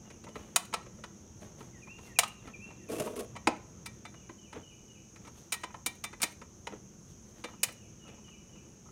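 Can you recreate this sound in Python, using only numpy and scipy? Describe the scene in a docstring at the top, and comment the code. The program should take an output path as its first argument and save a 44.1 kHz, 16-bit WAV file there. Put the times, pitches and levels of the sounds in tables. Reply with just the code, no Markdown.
"""Tool work on an engine cover

Hands work a steel tool on the bolts of a small engine cover in a gravel yard. Bursts of contacts ring
the cover, plastic shroud and tool; one scrape is stick-slip clicks, soft rubs are fine grains.
A wall throws the work back once, with dense scatter. Filtered clicks make cicadas and a throbbing katydid,
gliding sines two whistling birds, filtered noise the far traffic, a machine drone and a steady hiss.
"""
import sys
import numpy as np
from scipy import signal
from scipy.io import wavfile
from scipy.ndimage import uniform_filter1d

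SR = 44100
rng = np.random.default_rng(int(sys.argv[2]) if len(sys.argv) > 2 else 0)


def master(y):
    """Save y as 16-bit WAV."""
    cut = np.clip(np.atleast_2d(y).T, -1, 1)
    pcm = np.round(cut * 32767)  # scale
    wavfile.write(sys.argv[1], SR, pcm.astype(np.int16))


N = 392931

# Yard air spectrum: (frequency [Hz], relative density [dB])
YARD_SPECTRUM = [(15, -62.5), (25, -29.5), (50, -1), (181, -6.5), (261, -17), (347, -11), (571, -20),
                 (610, -23.5), (1300, -28), (1890, -33.5), (2910, -33), (3180, -33.5), (4500, -43),
                 (5850, -71), (9900, -120)]
# Swell of far traffic: (time [s], level change [dB])
TRAFFIC_SWELL = [(0.0, 0.6), (3.75, 2), (4.52, -1.85), (8.91, -.7)]
# Drone of a far machine: (frequency [Hz], width [Hz], level before swell [dB])
DRONE_BANDS = [(120.15, 2, -67), (204.8, 31, -59.5), (332, 21, -69.5)]
# Steady background hiss spectrum, with little left above about 15.6 kHz: (frequency [Hz], relative density
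# [dB])
HISS_SPECTRUM = [(2500, -10.5), (4500, -8.5), (8500, -6), (11000, -9), (15600, -13.5), (15900, -34.5)]
YARD_DB, HISS_DB = -55, -75  # rms; yard before swell

# Cicada chorus bands: (frequency [Hz], width [Hz], relative level [dB])
CICADA_BANDS = [(5910, 660, -6.5), (6340, 750, -0.4), (6770, 500, -31.5)]
CICADAS_DB = -61
KATYDID_HZ, KATYDID_DB, THROBS_PER_S = 9900, -80.5, 4.8  # level before the throb

# Far bird's call, a high and a low note: (time in call [s], frequency [Hz], relative level [dB])
FAR_NOTES = [
    [(0, 3050, -2.5), (.025, 2920, 3), (.05, 2860, -6.5), (.13, 2910, -13.5)],
    [(.075, 2730, 2), (.095, 2410, -5.5), (.125, 2300, -5)],
]
# Far bird's calls: (time [s], level [dB], pitch factor [1])
FAR_TIMES = [(0.044, -69.5, 0.97), (.29, -69, 1.01), (4.138, -65, 0.99), (4.381, -63, 1.01),
             (4.628, -62.5, 1.001), (4.877, -65, 0.99), (7.5, -69, .99), (7.747, -64.5, .99),
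             (7.992, -62.5, 1), (8.24, -61, 1.001), (8.487, -65, 1.001)]
# Near bird's phrase, three notes: (time in phrase [s], frequency [Hz], relative level [dB])
NEAR_NOTES = [
    [(0, 2120, -11), (.03, 1920, -8.5), (.07, 1770, -11.5)],
    [(.085, 2833, -5), (.101, 2416, 2.1), (.135, 2350, -11.5), (.155, 2400, -3), (.18, 2702, 2.7),
     (.25, 2780, -5), (.265, 2750, -14.5)],
    [(.31, 4300, -24), (.33, 3710, -21), (.36, 3200, -24)],
]
# Near bird's phrases: (time [s], level [dB], pitch factor [1])
NEAR_TIMES = [(1.73, -53, 1.01), (2.067, -50, 1.02), (2.445, -51, .99), (2.79, -57, 0.99)]

# Soft slides of fingers and tool: (peak time [s], rise [s], fall [s], hiss level [dB], dull rub level [dB])
RUB_STROKES = [(.06, 0.038, 0.14, -80, -57), (.36, 0.031, 0.28, -64.5, -51.5),
               (1.426, 0.039, 0.14, -64, -53.5), (1.602, .04, 0.13, -63, -53.5),
               (2.071, .11, 0.077, -60, -54), (2.476, .08, 0.049, -67, -47),
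               (2.672, 0.017, .12, -76, -54.5), (4.565, .05, 0.076, -73, -46.5),
               (5.272, 0.095, .06, -69, -53.5), (5.38, 0.073, 0.21, -64, -58.5),
               (6.736, .06, 0.058, -76, -48), (7.105, .06, .07, -66, -69), (7.3, .07, .06, -69, -75),
               (7.39, .07, 0.077, -66, -57), (7.49, .04, 0.084, -68, -54.5), (8.09, .06, 0.11, -76, -52)]
RUB_ENDS_DB = -18  # stroke ends relative to its peak
# Rub hiss and dull rub spectra; the hiss has little left above about 15.6 kHz: (frequency [Hz], relative
# density [dB])
RUB_HISS_SPECTRUM = [(1500, -10.0), (3000, 2.0), (9000, -0.5), (15600, -8.5), (15900, -29.5)]
RUB_DULL_SPECTRUM = [(300, 11.5), (800, 4.5), (1600, -2.5), (3500, -7.5), (6000, -45.0)]

# Two pushes of the scrape: (time [s], shroud level [dB], grit level [dB])
SCRAPE_PUSHES = [
    [(2.882, -54, -60), (2.892, -37, -50), (2.926, -33, -44), (2.955, -40, -48), (3.014, -35, -44),
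     (3.04, -41, -49), (3.078, -40, -52), (3.125, -47, -60), (3.155, -43, -62)],
    [(3.156, -42, -50), (3.164, -41, -46), (3.18, -43, -53), (3.2, -37, -44), (3.232, -44, -57),
     (3.26, -54, -68)],
]
# Scrape grit spectrum: (frequency [Hz], relative density [dB])
GRIT_SPECTRUM = [(470, -4), (800, 0.5), (2770, -2), (4100, -6.5), (9940, -2), (15700, -14), (16500, -20)]

# Plastic shroud modes: (frequency [Hz], nominal width [Hz], relative level [dB])
SHROUD_MODES = [(149.2, 47, -8.5), (240, 42, -1), (334, 85, 5.5), (407.4, 37, 0.5), (605, 29, 0),
                (1060, 250, -8.5), (2480, 730, -16.5)]
# Cover and bolts, damped by the grip: (frequency [Hz], relative level, halved in use [dB],
# t60, capped in use [s])
COVER_MODES = [(1039, -11.5, 0.15), (2030, -6.5, 0.06), (2223, -18, 0.13), (3060, -4.5, 0.11),
               (4050, -13, 0.21), (4977, -16.5, 0.038), (5448, -10, 0.032), (5984, -6.5, 0.045),
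               (6220, -24, 0.07), (6870, 1.5, 0.039), (8440, -4.5, 0.034), (9120, 3, 0.029),
               (9652, -20.5, 0.059), (1321, -9.5, .05), (2529, -11, .05), (14900, -20.5, .012)]
# Broad contact crack: (frequency [Hz], relative density [dB])
CRACK_SPECTRUM = [(180, -34), (300, -21), (1360, -2.5), (1770, -13.5), (2030, -3), (4460, -9.5),
                  (4850, -11.5), (8730, -3), (12000, -17.5), (14900, -26), (16500, -30)]
# Free ring of the tool: (frequency [Hz], nominal relative level [dB], t60 [s])
TOOL_MODES = [(948, -8.5, 0.14), (1884, -7.5, 0.339), (2337, 2.5, 0.1595), (3590, 0, 0.13), (3990, -9, .15)]
# Blows: (time [s], clack level [dB], thud over clack [dB], steel hardness [dB],
# struck part of the cover [Hz], freedom of the tool to ring [0-1])
BLOW_EVENTS = [(0.102, -43.5, -2.5, -18, 2290, 0.6), (0.24, -41.5, -4, -19, 710, 0.08),
               (0.268, -40, -23, -51, 1160, .2), (0.285, -46, 2.5, -16, 1030, 0.6),
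               (0.356, -31.5, -7, -33, 1240, .5), (0.56, -9.5, -31, -2, 2030, 0.3),
               (0.728, -31, -12, -21, 2360, .4), (0.738, -16, -18, -14, 1300, 0.5),
               (0.861, -44.5, -1, -27, 1500, .5), (0.985, -53.5, 7, -39, 786, .3),
               (1.038, -32.5, -13, -21, 1620, 0.37), (1.412, -52, 9, -13, 996, 0.6),
               (1.606, -39.5, -4.5, -34, 1160, 0.4), (1.872, -42, -12.5, -41, 990, 0.5),
               (1.985, -43.5, -2.5, -25, 1030, .4), (2.188, -5, -43, -2, 980, 0.46),
               (2.233, -17.5, -39, -16.5, 1360, 0.4), (2.474, -38, -11.5, -26, 1470, .4),
               (2.705, -43, -8, -36, 1005, .5), (3.071, -31.5, -5.5, -41.5, 1140, 0.2),
               (3.353, -38, -19, -32, 1010, 0.9), (3.362, -31.5, -19, -22.5, 1340, 0.62),
               (3.472, -8, -9, -24.5, 1080, 0), (3.48, -27, 7, -10, 880, .05),
               (3.859, -26.5, -36, -6, 1266, 0.78), (4.051, -32, -19, -21.5, 1916, 0.8),
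               (4.14, -43, -8, -32, 740, 0.5), (4.293, -37.5, -2.5, -36, 968, 0.56),
               (4.528, -34, -13.5, -23, 990, .45), (4.556, -44, 6, -32, 800, .3),
               (5.159, -42.5, -15, -20, 2656, 0.4), (5.249, -44, -12, -21, 1320, 1),
               (5.273, -40, -14, -18, 1260, .4), (5.522, -18, -27, -1, 2650, 0.9),
               (5.538, -25, -27, -2.5, 2420, 0.84), (5.635, -26, -14.5, -21, 990, 0.75),
               (5.703, -46, -20, -30, 2500, .3), (5.743, -32.5, -16, -34, 1040, 0.1),
               (5.861, -17, -18.5, 2, 3640, 0.83), (6.039, -25, -25, -6, 2300, 0.95),
               (6.129, -36.5, -10, -25, 1900, .75), (6.201, -36.5, -15.5, -16, 1640, 1),
               (6.218, -21, -46, 3, 2510, 0.6), (6.23, -15, -18, -3, 2500, .7),
               (6.415, -39.5, -7.5, -26, 886, .6), (6.67, -24.5, -16, -25, 1114, 0.2),
               (6.73, -47, 9, -48, 820, .3), (7.44, -28, -9.5, -20.5, 703, 1),
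               (7.485, -44, -8, -45, 1100, .3), (7.535, -47, -15, -50, 1250, .3),
               (7.632, -14.5, -40, 2.5, 2460, .55), (7.685, -34, -10, -15.5, 1980, 0.56),
               (8.05, -50, -12, -50, 1250, .3), (8.078, -44.5, -5, -18.5, 1325, .48),
               (8.18, -52, -3, -40, 1000, .3), (8.281, -50.5, -9, -27.5, 2920, 0.64),
               (8.555, -52, -6, -30, 1200, .3), (8.855, -50, -20, -50, 1320, .3),
               (8.885, -47, -20, -50, 1320, .3)]
# A free tool and a soft blow rattle longer
RATTLE_S, LOOSE_RATTLE_S, SOFT_RATTLE_S_PER_DB = .005, .005, .0001
FIRST_CONTACT = 4.  # opening tick, added to the rattle

WALL_DELAY_S, WALL_DB, SCATTER_DB = .0905, -33.0, -15.5
EDGE_HZ = 16500  # upper band limit


def gain_of(db):
    """dB to gain."""
    return 10 ** (np.asarray(db) / 20)


def evened(x):
    """Scales to rms 1."""
    return x / np.sqrt(np.mean(x ** 2) + 1e-20)


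def read(points, hz):
    """Reads a spectrum on a log-frequency axis."""
    f, value = np.transpose(points)
    return np.interp(np.log(hz + 1), np.log(f + 1), value)


def add(mix, start_s, sound):
    """Mixes a sound in at start_s."""
    part = mix[round(start_s * SR):][:len(sound)]
    part += sound[:len(part)]


def coloured(x, points):
    """Minimum-phase filter by a spectrum: no ringing ahead of time."""
    hz = abs(np.fft.fftfreq(4096, 1 / SR))
    log_gain = np.log(gain_of(np.maximum(read(points, hz), -100)))
    response = np.exp(np.conj(signal.hilbert(log_gain)))
    taps = np.fft.ifft(response).real[:2048]
    return signal.oaconvolve(x, taps)[:len(x)]


def resonate(x, hz, width_hz):
    """One-pole complex resonance of peak gain about 1."""
    r = np.exp(-np.pi * width_hz / SR)
    pole = r * np.exp(2j * np.pi * hz / SR)
    return 2 * signal.lfilter([1 - r], [1, -pole], x).real


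def resonate_twice(x, hz, width_hz):
    """Two equal resonances in series: steeper skirts."""
    return resonate(resonate(x, hz, width_hz), hz, width_hz)


def curve(rows):
    """Sample times and interpolated columns of a table."""
    s, *columns = np.transpose(rows)
    t = np.arange(s[0], s[-1], 1 / SR)
    return t, [np.interp(t, s, c) for c in columns]


def grains(n, per_s, spread_db):
    """Sparse clicks of random sign at rms 1; a few are large."""
    size = gain_of(spread_db * np.minimum(rng.exponential(1, n), 4))
    sign = rng.choice([-1., 1.], n)
    return evened(size * sign * (rng.random(n) < per_s / SR))


def decaying_modes(table):
    """Mode columns shaped to broadcast over time."""
    return np.transpose(table)[:, :, None]


def tail(t60_s, start_s):
    """Dense outdoor scatter of energy 1; treble dies first."""
    t = np.arange(SR // 2) / SR
    noise = rng.standard_normal(len(t)) * (t > start_s)
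    low = signal.lfilter([.25], [1, -.75], noise)
    high = noise - low
    taps = low * gain_of(-60 * t / t60_s) + 0.41 * high * gain_of(-60 * t / (0.204 * t60_s))
    return taps / np.linalg.norm(taps)


def yard():
    """Patchy air noise and a drone swell with the far traffic; a steady hiss lies above."""
    frames, hz = N // 256 + 5, np.fft.rfftfreq(1024, 1 / SR)
    real, imag, patches = rng.standard_normal((frames, 513, 3)).T
    patches = uniform_filter1d(patches, 10, 0)  # over frequency
    patches_db = 1.3 * evened(uniform_filter1d(patches, 14, 1))  # over time
    spectrum = (real + 1j * imag) * gain_of(read(YARD_SPECTRUM, hz)[:, None] + patches_db)
    air = signal.istft(spectrum, nperseg=1024, noverlap=768)[1][:N]
    air = gain_of(YARD_DB) * evened(air)
    drone = np.zeros(N)
    for f, w, db in DRONE_BANDS:
        band = resonate(resonate(rng.standard_normal(N), f, w), f, 3 * w)
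        drone += gain_of(db) * evened(band)
    swell_db = np.interp(np.arange(N) / SR, *np.transpose(TRAFFIC_SWELL))
    hiss = gain_of(HISS_DB) * evened(coloured(rng.standard_normal(N), HISS_SPECTRUM))
    return (air + drone) * gain_of(swell_db) + hiss


def insects():
    """A far chorus of tymbal clicks blurs into a band; one katydid throbs above it."""
    clicks, t = grains(N, 7600, 2.6), np.arange(N) / SR
    chorus = sum(gain_of(db) * resonate_twice(clicks, f, w) for f, w, db in CICADA_BANDS)
    throb = (.5 + .5 * np.cos(2 * np.pi * (THROBS_PER_S * t + .3))) ** 1.1
    rasp = resonate_twice(grains(N, 4000, 2.5), KATYDID_HZ, 1400)
    return gain_of(CICADAS_DB) * evened(chorus) + gain_of(KATYDID_DB) * evened(rasp) * throb


def bird(song, times):
    """Whistled gliding sines, repeated with small changes of pitch; moving air makes them flutter."""
    out = np.zeros(N)
    for note in song:
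        t, (hz, note_db) = curve(note)
        fade = signal.windows.tukey(len(t), .1)
        for start_s, db, factor in times:
            whistle = np.sin(2 * np.pi * np.cumsum(hz * factor) / SR) * fade
            add(out, start_s + t[0], gain_of(db + note_db) * whistle)
    slow = uniform_filter1d(uniform_filter1d(rng.standard_normal(N), 500), 500)
    return out * gain_of(2.8 * evened(slow))


def rub(peak_s, rise_s, fall_s, hiss_db, dull_db):
    """Fine grains of skin and steel sliding: bright hiss over a dull rub, following the stroke."""
    stroke = [(peak_s - rise_s, RUB_ENDS_DB), (peak_s, 0), (peak_s + fall_s, RUB_ENDS_DB)]
    t, (stroke_db,) = curve(stroke)
    hiss = evened(coloured(grains(len(t), 7200, 2.2), RUB_HISS_SPECTRUM))
    dull = evened(coloured(grains(len(t), 900, 4.0), RUB_DULL_SPECTRUM))
    sound = gain_of(stroke_db) * (gain_of(hiss_db) * hiss + gain_of(dull_db) * dull)
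    return max(t[0], 0), sound * signal.windows.tukey(len(t), .15)


def shroud(clicks, modes):
    """The hollow plastic shroud rings briefly: two resonances in series per mode."""
    out = np.zeros(len(clicks))
    for f, w, db in modes:
        ringing = resonate(resonate(clicks, f, max(w, 70)), f, 3 * w)
        out += gain_of(db) * ringing / np.sqrt(w)
    return out


def scrape(rows):
    """Stick-slip clicks come in lumps and ring the shroud; finer grit hisses above."""
    t, (shroud_db, grit_db) = curve(rows)
    lumps = gain_of(3.2 * evened(uniform_filter1d(rng.standard_normal(len(t)), 300)))
    slips = lumps * grains(len(t), 1200, 1.9)
    grit = coloured(lumps * grains(len(t), 3000, 2.6) + .5 * slips, GRIT_SPECTRUM)
    hollow = shroud(slips, SHROUD_MODES)
    sound = gain_of(shroud_db) * evened(hollow) + gain_of(grit_db) * evened(grit)
    return t[0], sound * signal.windows.tukey(len(t), .06)


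def rattle(t, db, ring):
    """Dense contacts in a short burst with a weak tail, led by one tick."""
    length_s = RATTLE_S + LOOSE_RATTLE_S * ring - SOFT_RATTLE_S_PER_DB * db
    onset = 1 - np.exp(-t / 0.0008)
    shape = onset * (np.exp(-(t / length_s) ** 2) + 0.14 * gain_of(-60 * t / .13))
    contacts = grains(len(t), 14000, 3.46) * shape
    contacts[8] += FIRST_CONTACT
    return contacts


def struck_metal(t, contacts, steel_db, cover_hz):
    """Cover modes, strongest near the struck part and more so when soft, plus a broad crack."""
    hz, mode_db, t60_s = decaying_modes(COVER_MODES)
    near = np.exp(-(np.log(hz / cover_hz) / 0.18) ** 2)
    share = gain_of(.5 * mode_db + (7 - .15 * steel_db) * near)
    decay = gain_of(-60 * t / np.minimum(t60_s, .03))
    response = (share * decay * np.sin(2 * np.pi * hz * t)).sum(0)
    cover = signal.fftconvolve(contacts, response)[:len(t)]
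    crack = coloured(contacts, CRACK_SPECTRUM)
    # soft contacts lose treble
    tilt = [(200, -30.0), (600, -0.5), (1500, -2.5), (5000, 0.65 * steel_db + 2.0),
            (9000, steel_db - 0.5), (15000, 1.5 * steel_db + 9.5)]
    return coloured(gain_of(-4.2 - .1 * steel_db) * evened(cover) + evened(crack), tilt)


def tool_ring(t):
    """Free steel modes build up and decay; each blow excites them in a random balance."""
    hz, mode_db, t60_s = decaying_modes(TOOL_MODES)
    touched_db = 3 * rng.standard_normal(hz.shape)
    modes = gain_of(mode_db + touched_db - 60 * t / t60_s) * np.sin(2 * np.pi * hz * t)
    return modes.sum(0) * (1 - np.exp(-t / 0.0024))


def blow(start_s, db, thud_db, steel_db, cover_hz, ring):
    """A short rattle of contacts drives cover and shroud; the tool rings on as far as it is free."""
    t = np.arange(SR // 4) / SR
    contacts = rattle(t, db, ring)
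    metal = struck_metal(t, contacts, steel_db, cover_hz)
    thud = shroud(contacts, SHROUD_MODES[1:6])
    metal_peak = abs(resonate(metal, 2000, 3800)).max()  # midband peak
    clack = metal / metal_peak + gain_of(thud_db) * thud / abs(thud).max()
    return start_s, gain_of(db) * (clack + 0.1 * np.clip(ring, 0, 1) ** 2 * tool_ring(t))


def scene():
    """Yard, insects, birds with tree scatter, and the work with its wall echo and scatter."""
    far, near = bird(FAR_NOTES, FAR_TIMES), bird(NEAR_NOTES, NEAR_TIMES)
    to_trees = gain_of(-9) * near + gain_of(-1.0) * far
    trees = signal.fftconvolve(to_trees, tail(0.9, 0.0041))[:N]
    work = np.zeros(N)
    for row in RUB_STROKES:
        add(work, *rub(*row))
    for push in SCRAPE_PUSHES:
        add(work, *scrape(push))
    for row in BLOW_EVENTS:
        add(work, *blow(*row))
    wall = np.zeros(N)
    add(wall, WALL_DELAY_S, gain_of(WALL_DB) * work)
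    scatter = gain_of(SCATTER_DB) * signal.fftconvolve(work, tail(0.32, 0.0033))[:N]
    return (yard() + insects() + far + near + trees + work + wall + scatter)[None]


def record(dry):
    """Bass roll-off; gain control ducks the mix after loud blows; soft clipping; then the band limit."""
    dry = signal.sosfilt(signal.butter(2, 45., "high", fs=SR, output="sos"), dry)
    power_db = 10 * np.log10(abs(uniform_filter1d(dry[0] ** 2, 300)) + 1e-12)
    fall_db = np.arange(N) * 19.0 / SR  # recovery, 19 dB/s
    held_db = np.maximum.accumulate(power_db + fall_db) - fall_db
    over_db = np.maximum(held_db + 22.5, 0)  # threshold -22.5 dB
    late_db = signal.lfilter([.003], [1, -.997], over_db)  # lagged attack
    ducked = dry / gain_of(.3 * late_db)
    clipped = .48 * np.tanh(ducked / .48)
    band = signal.firwin(511, EDGE_HZ, window=("kaiser", 9), fs=SR)
    return signal.oaconvolve(clipped, band[None], "same")


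dry = scene()
out = record(dry)
master(out)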